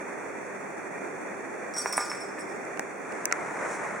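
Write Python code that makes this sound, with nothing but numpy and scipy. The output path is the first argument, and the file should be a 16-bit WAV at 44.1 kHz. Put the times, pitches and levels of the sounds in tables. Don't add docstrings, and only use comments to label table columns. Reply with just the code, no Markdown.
import sys
import numpy as np
from scipy import signal
from scipy.fft import rfft, irfft
from scipy.io import wavfile

SR = 44100
rng = np.random.default_rng(int(sys.argv[2]) if len(sys.argv) > 2 else 0)


def master(y):
    cut = np.clip(np.atleast_2d(y).T, -1, 1)
    pcm = np.round(cut * 32767)
    wavfile.write(sys.argv[1], SR, pcm.astype(np.int16))


N = 176400
DOOR_LEFT_DB = -1.5

# (frequency [Hz], left-right correlation [ratio])
ROOM_COHERENCE = [(60, 0.044), (250, 0.47), (900, 0.2), (2000, 0.53), (7000, 0.057), (15000, 0.11)]


def bells():
    # (time [s], upper bell [dB], lower bell [dB], third bell [dB], brightness [dB/oct],
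    #  t60 scale [ratio], scrape [dB])
    strikes = [(1.738, -31, -48, -60, -12, 1.1, -32), (1.7638, -32.5, -32, -54, 2, 1, -23),
               (1.778, -28, -53, -56, 1, 1.8, -22.5), (1.815, -42, -50, -38, 1, .8, -24),
               (1.866, -35, -49, -62, 6, 1, -25.5), (1.890, -42, -50, -65, 4, 0.88, -40),
               (1.9258, -48, -28.5, -54, 6, 0.7, -22.5), (1.938, -28, -33, -63, -25, 0.59, -29),
               (1.968, -47, -34, -57, 27.5, 0.73, -22), (2.003, -39, -29.5, -46, -22, 0.84, -21.5),
               (2.024, -48, -35, -54, -8, 0.6, -35), (2.050, -50, -53, -51, -4, 0.79, -26),
               (2.075, -45, -46, -60, 5, 1, -35), (2.098, -52, -32.5, -56, 1, 0.97, -29),
               (2.122, -52, -47, -57, 5, 1, -32), (2.1475, -49, -38, -65, 2, 1, -31),
               (2.175, -56, -58, -69, 1, 1, -44), (2.204, -55, -34.5, -73, 0, 1, -42),
               (2.228, -56, -48, -70, -6, 0.59, -36), (2.275, -60, -56, -70, 5, 1.5, -59),
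               (2.389, -53, -44.5, -63, 13, 1.2, -40), (2.408, -55, -38, -70, -11, 0.63, -40),
               (2.445, -67, -61, -75, 0, 0.92, -54), (2.49, -60, -51, -75, 3, 1.4, -40)]
    # (frequency [Hz], level [dB], t60 [s])
    upper_modes = [(5643, -3, .28), (5700, -15, .2), (5750, -15, .18), (7978, -17, .25), (8202, -12, .2),
                   (8255, -11, .18), (8312, -13, .12), (9448, -13, .2), (13098, -30, .25)]
    lower_modes = [(5157, -20, .18), (5384, -3, .2), (5520, -15, .12), (7988, -11, .28), (8040, -21, .27),
                   (9344, -9.5, .11), (12690, -40, .2), (12817, -33, .22)]
    third_modes = [(4690, -10, .2), (4740, -7, .16), (7165, -8.5, .45), (9962, -3, .16)]
    times_s, *bell_db, bright_db_oct, t60_scale, scrape_db = np.transpose(strikes)
    tones = np.zeros(N)
    for modes, hit_db in zip([upper_modes, lower_modes, third_modes], bell_db):
        tones += shell(modes, list(zip(times_s, hit_db, bright_db_oct, t60_scale)))
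    jingle = tones + pellets(times_s, scrape_db) + shell_clinks()
    return room(jingle, wet_db=-11, shared=0.33) * pan(DOOR_LEFT_DB)


def shell(modes, hits, swing_hz=35, chatter_hz=150):
    t, out = np.arange(N) / SR, np.zeros(N)
    for hz, mode_db, t60_s in modes:
        power = np.zeros(N)
        octaves = min(np.log2(hz / 5500), .75)
        for start_s, hit_db, bright_db_oct, t60_scale in hits:
            decay_db = 60 * t[:SR // 2] / (t60_s * t60_scale)
            add(power, start_s, amp(mode_db + hit_db + bright_db_oct * octaves - decay_db) ** 2)
        flutter = 1 + .8 * complex_wander(swing_hz) + .65 * complex_wander(chatter_hz)
        out += np.sqrt(power / 2) * unit((flutter * np.exp(2j * np.pi * hz * t)).real)
    return out


def pellets(times_s, levels_db, rise_s=.0025, scrape_s=.0095, rattle_s=.038, ticks_per_s=2500):
    # (frequency [Hz], gain [dB])
    scrape_spectrum = [(2000, -35), (2900, -14), (3500, -1), (4000, -10), (4700, 1), (5800, 4.5),
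                       (7500, 3.5), (10300, 1.5), (11200, -10), (11800, -40), (12900, -11), (13800, -18),
                       (15400, -8)]
    t, out = np.arange(SR // 4) / SR, np.zeros(N)
    attack = 1 - np.exp(-t / rise_s)
    for start_s, db in zip(times_s, levels_db):
        ticks = unit(rng.standard_normal(len(t)) * (rng.random(len(t)) < ticks_per_s / SR))
        rattle = amp(-17.5) * ticks * np.exp(-t / rattle_s)
        scrape = amp(-17) * rng.standard_normal(len(t)) * np.exp(-t / scrape_s)
        add(out, start_s, amp(db) * (scrape + rattle) * attack)
    return signal.oaconvolve(out, min_phase(lambda hz: lookup(scrape_spectrum, hz)))[:N]


def shell_clinks(decay_s=.007):
    # (time [s], level [dB])
    contacts = [(1.739, -54), (1.778, -49), (1.858, -46), (1.9265, -38), (1.975, -45)]
    # (frequency [Hz], relative level [dB])
    clink_spectrum = [(8000, -30), (10500, -8), (12000, -22), (14500, -3), (15500, 0)]
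    t, envelope = np.arange(SR // 4) / SR, np.zeros(N)
    for start_s, db in contacts:
        add(envelope, start_s, amp(db) * np.exp(-t / decay_s))
    return envelope * noise(clink_spectrum, ROOM_COHERENCE)[0]


def door_knocks(shake_s=.003, bounce_s=.00405, size=1024):
    # (time [s], knock gain [dB], tilt [dB/oct], ring gain [dB])
    knocks = [(1.768, -9.5, -6, -4), (1.8591, 0.5, -2, -6), (1.933, -10, 2, -6), (1.9794, 4.5, -2.5, 7),
              (2.0084, -13, -5, -8), (2.1163, -5.5, 3.5, -3), (2.386, -13.5, 3, -14)]
    # (frequency [Hz], gain [dB])
    panel_spectrum = [(100, -21), (350, -3), (650, 6.5), (1000, 11.5), (1900, 7), (2450, 6.5), (3000, -20),
                      (6000, -18), (12000, -46)]
    # (frequency [Hz], level [dB], t60 [s])
    panel_modes = [(1208, -42, .85), (1427, -45, .5), (2143, -54, .4), (2439, -54, .5)]
    t, out = np.arange(size) / SR, np.zeros(N)
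    for start_s, db, tilt_db_oct, ring_db in knocks:
        shake = rng.standard_normal(size) * np.exp(-t / shake_s)
        force = (t == 0) + amp(-9) * shake / np.linalg.norm(shake)
        panel = min_phase(
            lambda hz: lookup(panel_spectrum, hz) + tilt_db_oct * np.log2(np.clip(hz, 300, 3000) / 1200))
        knock = amp(db) * np.convolve(force / np.linalg.norm(force), panel)
        add(out, start_s, knock)
        add(out, start_s + bounce_s, amp(-14.5) * knock)
        add(out, start_s, amp(ring_db) * ring(panel_modes))
    return room(out, wet_db=-3, shared=1.0) * pan(DOOR_LEFT_DB)


def case_clicks(snap_s=.0006, body_s=.0018, ring_s=.0024, left_lag_rad=1.4):
    # (time [s], snap [dB], snap tilt [dB/oct], crack [dB], body knock [dB], ring [Hz])
    clicks = [(2.652, -35, -2, -65, -54, 1200), (2.7735, -35, 2, -62, -31, 1100),
              (2.7944, -21, 1, -23.5, -17, 780), (3.122, -35, 2, -65, -33, 1400),
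              (3.2550, -6, 5, -50, -22.5, 1700), (3.313, -65, 0, -70, -22, 1400),
              (3.3246, -9.5, -6, -25.5, -12, 1370)]
    # (frequency [Hz], relative level [dB])
    crack_spectrum = [(2000, -15), (3500, -7), (4500, -3), (5700, 4), (7500, -1), (10000, 0), (12500, -4),
                      (15300, 1)]
    snap_spectrum = [(2000, -22), (3500, -26), (4900, -12), (5600, 5.5), (6200, 6), (7800, 5.5), (9300, 1),
                     (11000, -17), (12500, -28), (13800, -21), (15300, -13)]
    body_spectrum = [(40, -36), (120, -22), (250, -5), (500, -1), (900, 2.5), (1400, 3), (2100, 11),
                     (2700, 0), (3300, -22), (4400, -13), (6000, -16), (11000, -68)]
    t, out = np.arange(SR // 20) / SR, np.zeros((2, N))
    swell = np.exp(-t / ring_s) - np.exp(-t / snap_s)
    for start_s, snap_db, snap_db_oct, crack_db, body_db, ring_hz in clicks:
        body_db_oct = 11 * np.log2(ring_hz / 1000)
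        tone = np.sin(2 * np.pi * ring_hz * t - np.array([[left_lag_rad], [0]]))
        add(out, start_s, amp(crack_db) * burst(crack_spectrum, 0, 7000, snap_s))
        add(out, start_s, amp(snap_db) * burst(snap_spectrum, snap_db_oct, 9400, snap_s))
        add(out, start_s, amp(body_db) * burst(body_spectrum, body_db_oct, 1150, body_s, shared=0.5))
        add(out, start_s, amp(body_db - 5) * swell / swell.max() * tone)
    return out * pan(left_db=-2)


def hand_rub():
    # (time [s], rub [dB], hiss [dB])
    stroke = [(3.0, -69, -72), (3.11, -41, -58.5), (3.22, -44, -56), (3.31, -39.5, -68),
              (3.35, -35.5, -56.5), (3.55, -38.5, -53.5), (3.65, -31.5, -49.5), (3.74, -37, -45),
              (3.79, -39, -53), (3.83, -33.5, -51.5), (4.0, -40, -57)]
    # (frequency [Hz], relative level [dB])
    rub_spectrum = [(40, -62), (130, -8), (300, -6), (600, 3), (1300, 1.5), (2100, -0.5), (2550, -13.5),
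                    (3000, -30), (5000, -38), (10000, -71)]
    hiss_spectrum = [(2500, -10), (4800, -11.5), (5900, 3), (8300, 1.5), (10500, -6.5), (11800, -56),
                     (15500, -18)]
    t = np.arange(N) / SR
    times_s, rub_db, hiss_db = np.transpose(stroke)
    grain_db = 1.5 * wander(rate_hz=110)
    coherence = [(1, 0.72)]
    rub = noise(rub_spectrum, coherence) * amp(np.interp(t, times_s, rub_db, left=-100) + grain_db)
    hiss = noise(hiss_spectrum, coherence) * amp(np.interp(t, times_s, hiss_db, left=-100) + grain_db / 2)
    return rub + hiss


def ventilation(tone_width_hz=8.9):
    # (frequency [Hz], relative density [dB])
    air_spectrum = [(25, -43), (60, -25.5), (100, -21), (170, -6), (290, 1.5), (420, 3.5), (750, 0),
                    (1100, -3.5), (1950, -4.5), (2450, -9), (2750, -23.5), (3000, -44.5), (3500, -25.5),
                    (4000, -46.5), (4500, -28.5), (5000, -41), (5800, -21), (8500, -24), (10500, -31),
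                    (11100, -38), (11600, -91), (13700, -57), (14600, -39), (15800, -37)]
    # (frequency [Hz], level [dB])
    motor_tones = [(76, -80), (117, -68), (157, -64), (195, -56.5), (394, -51.5), (1868, -57.5),
                   (2385, -58.5)]
    out = noise(air_spectrum, ROOM_COHERENCE) * amp(-37 + .75 * wander(rate_hz=35))
    for hz, db in motor_tones:
        common, left, right = (narrowband(hz, tone_width_hz) for _ in range(3))
        out += amp(db) * unit(np.array([common + left, common + right]))
    return out * pan(left_db=-1.8)


def room(x, wet_db, shared, size=256):
    # (frequency [Hz], t60 [s])
    decay_times = [(200, 0.23), (1500, 0.4), (6000, 1), (14000, 0.46)]
    taps = rng.choice([-1., 1.], (3, SR // 2)) * (rng.random((3, SR // 2)) < .1)
    taps[:, :size // 2] = 0
    hz, t, spectra = signal.stft(taps, SR, nperseg=size)
    decay = np.exp(-np.log(1000) * t / lookup(decay_times, hz)[:, None])
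    tail = stereo(signal.istft(spectra * decay, SR, nperseg=size)[1], shared)
    return x + amp(wet_db) * signal.fftconvolve(x[None], tail / np.linalg.norm(tail[0]), axes=1)[:, :N]


def ring(modes):
    t = np.arange(SR) / SR
    return sum(amp(db) * np.exp(-np.log(1000) * t / t60_s) * np.sin(2 * np.pi * (hz * t + rng.random()))
               for hz, db, t60_s in modes)


def burst(spectrum, tilt_db_oct, pivot_hz, decay_s, shared=0.2, size=1024):
    t = np.arange(size) / SR
    band = min_phase(lambda hz: lookup(spectrum, hz) + tilt_db_oct * np.clip(np.log2(hz / pivot_hz), -1, 1))
    puffs = rng.standard_normal((3, size)) * np.exp(-t / decay_s)
    x = signal.fftconvolve(stereo(puffs, shared), band[None], axes=1)
    return x / np.linalg.norm(x, axis=1, keepdims=True) * np.sqrt(decay_s * SR) / 2


def noise(spectrum, coherence):
    hz = np.fft.rfftfreq(N, 1 / SR)
    left, other = rfft(rng.standard_normal((2, N)))
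    correlation = lookup(coherence, hz)
    right = correlation * left + np.sqrt(1 - correlation ** 2) * other
    return unit(irfft(np.array([left, right]) * amp(lookup(spectrum, hz)), N))


def narrowband(hz, width_hz):
    phase = 2 * np.pi * hz * np.arange(N) / SR
    return wander(width_hz) * np.cos(phase) + wander(width_hz) * np.sin(phase)


def wander(rate_hz):
    lowpass = np.exp(-(np.fft.rfftfreq(N, 1 / SR) / rate_hz) ** 2)
    return unit(irfft(rfft(rng.standard_normal(N)) * lowpass, N))


def complex_wander(rate_hz, size=4096):
    white = rng.standard_normal(size) + 1j * rng.standard_normal(size)
    lowpass = np.exp(-(np.fft.fftfreq(size, N / SR / size) / rate_hz) ** 2)
    smooth = np.fft.ifft(np.fft.fft(white) * lowpass)
    return np.interp(np.arange(N) * size / N, np.arange(size), smooth / np.std(smooth))


def min_phase(gain_db, size=2048):
    hz = np.fft.rfftfreq(size, 1 / SR) + 1
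    cepstrum = irfft(np.log(amp(np.maximum(gain_db(hz), -90))))
    cepstrum[1:size // 2] *= 2
    cepstrum[size // 2 + 1:] = 0
    return irfft(np.exp(rfft(cepstrum)))[:size // 2]


def lookup(points, hz):
    points_hz, values = np.transpose(points)
    return np.interp(np.log(hz + 1), np.log(points_hz + 1), values)


def stereo(rows, shared):
    return np.sqrt(shared) * rows[2] + np.sqrt(1 - shared) * rows[:2]


def pan(left_db):
    return amp([[left_db / 2], [-left_db / 2]])


def add(mix, start_s, sound):
    part = mix[..., round(start_s * SR):][..., :sound.shape[-1]]
    part += sound[..., :part.shape[-1]]


def amp(db):
    return 10 ** (np.asarray(db) / 20)


def unit(x):
    return x / np.sqrt(np.mean(x ** 2) + 1e-20)


def scene():
    return bells() + door_knocks() + case_clicks() + hand_rub() + ventilation()


def record(dry):
    lowpass = signal.firwin(255, 16100, window=("kaiser", 9), fs=SR)
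    return signal.oaconvolve(dry, lowpass[None], "same")


dry = scene()
out = record(dry)
master(out)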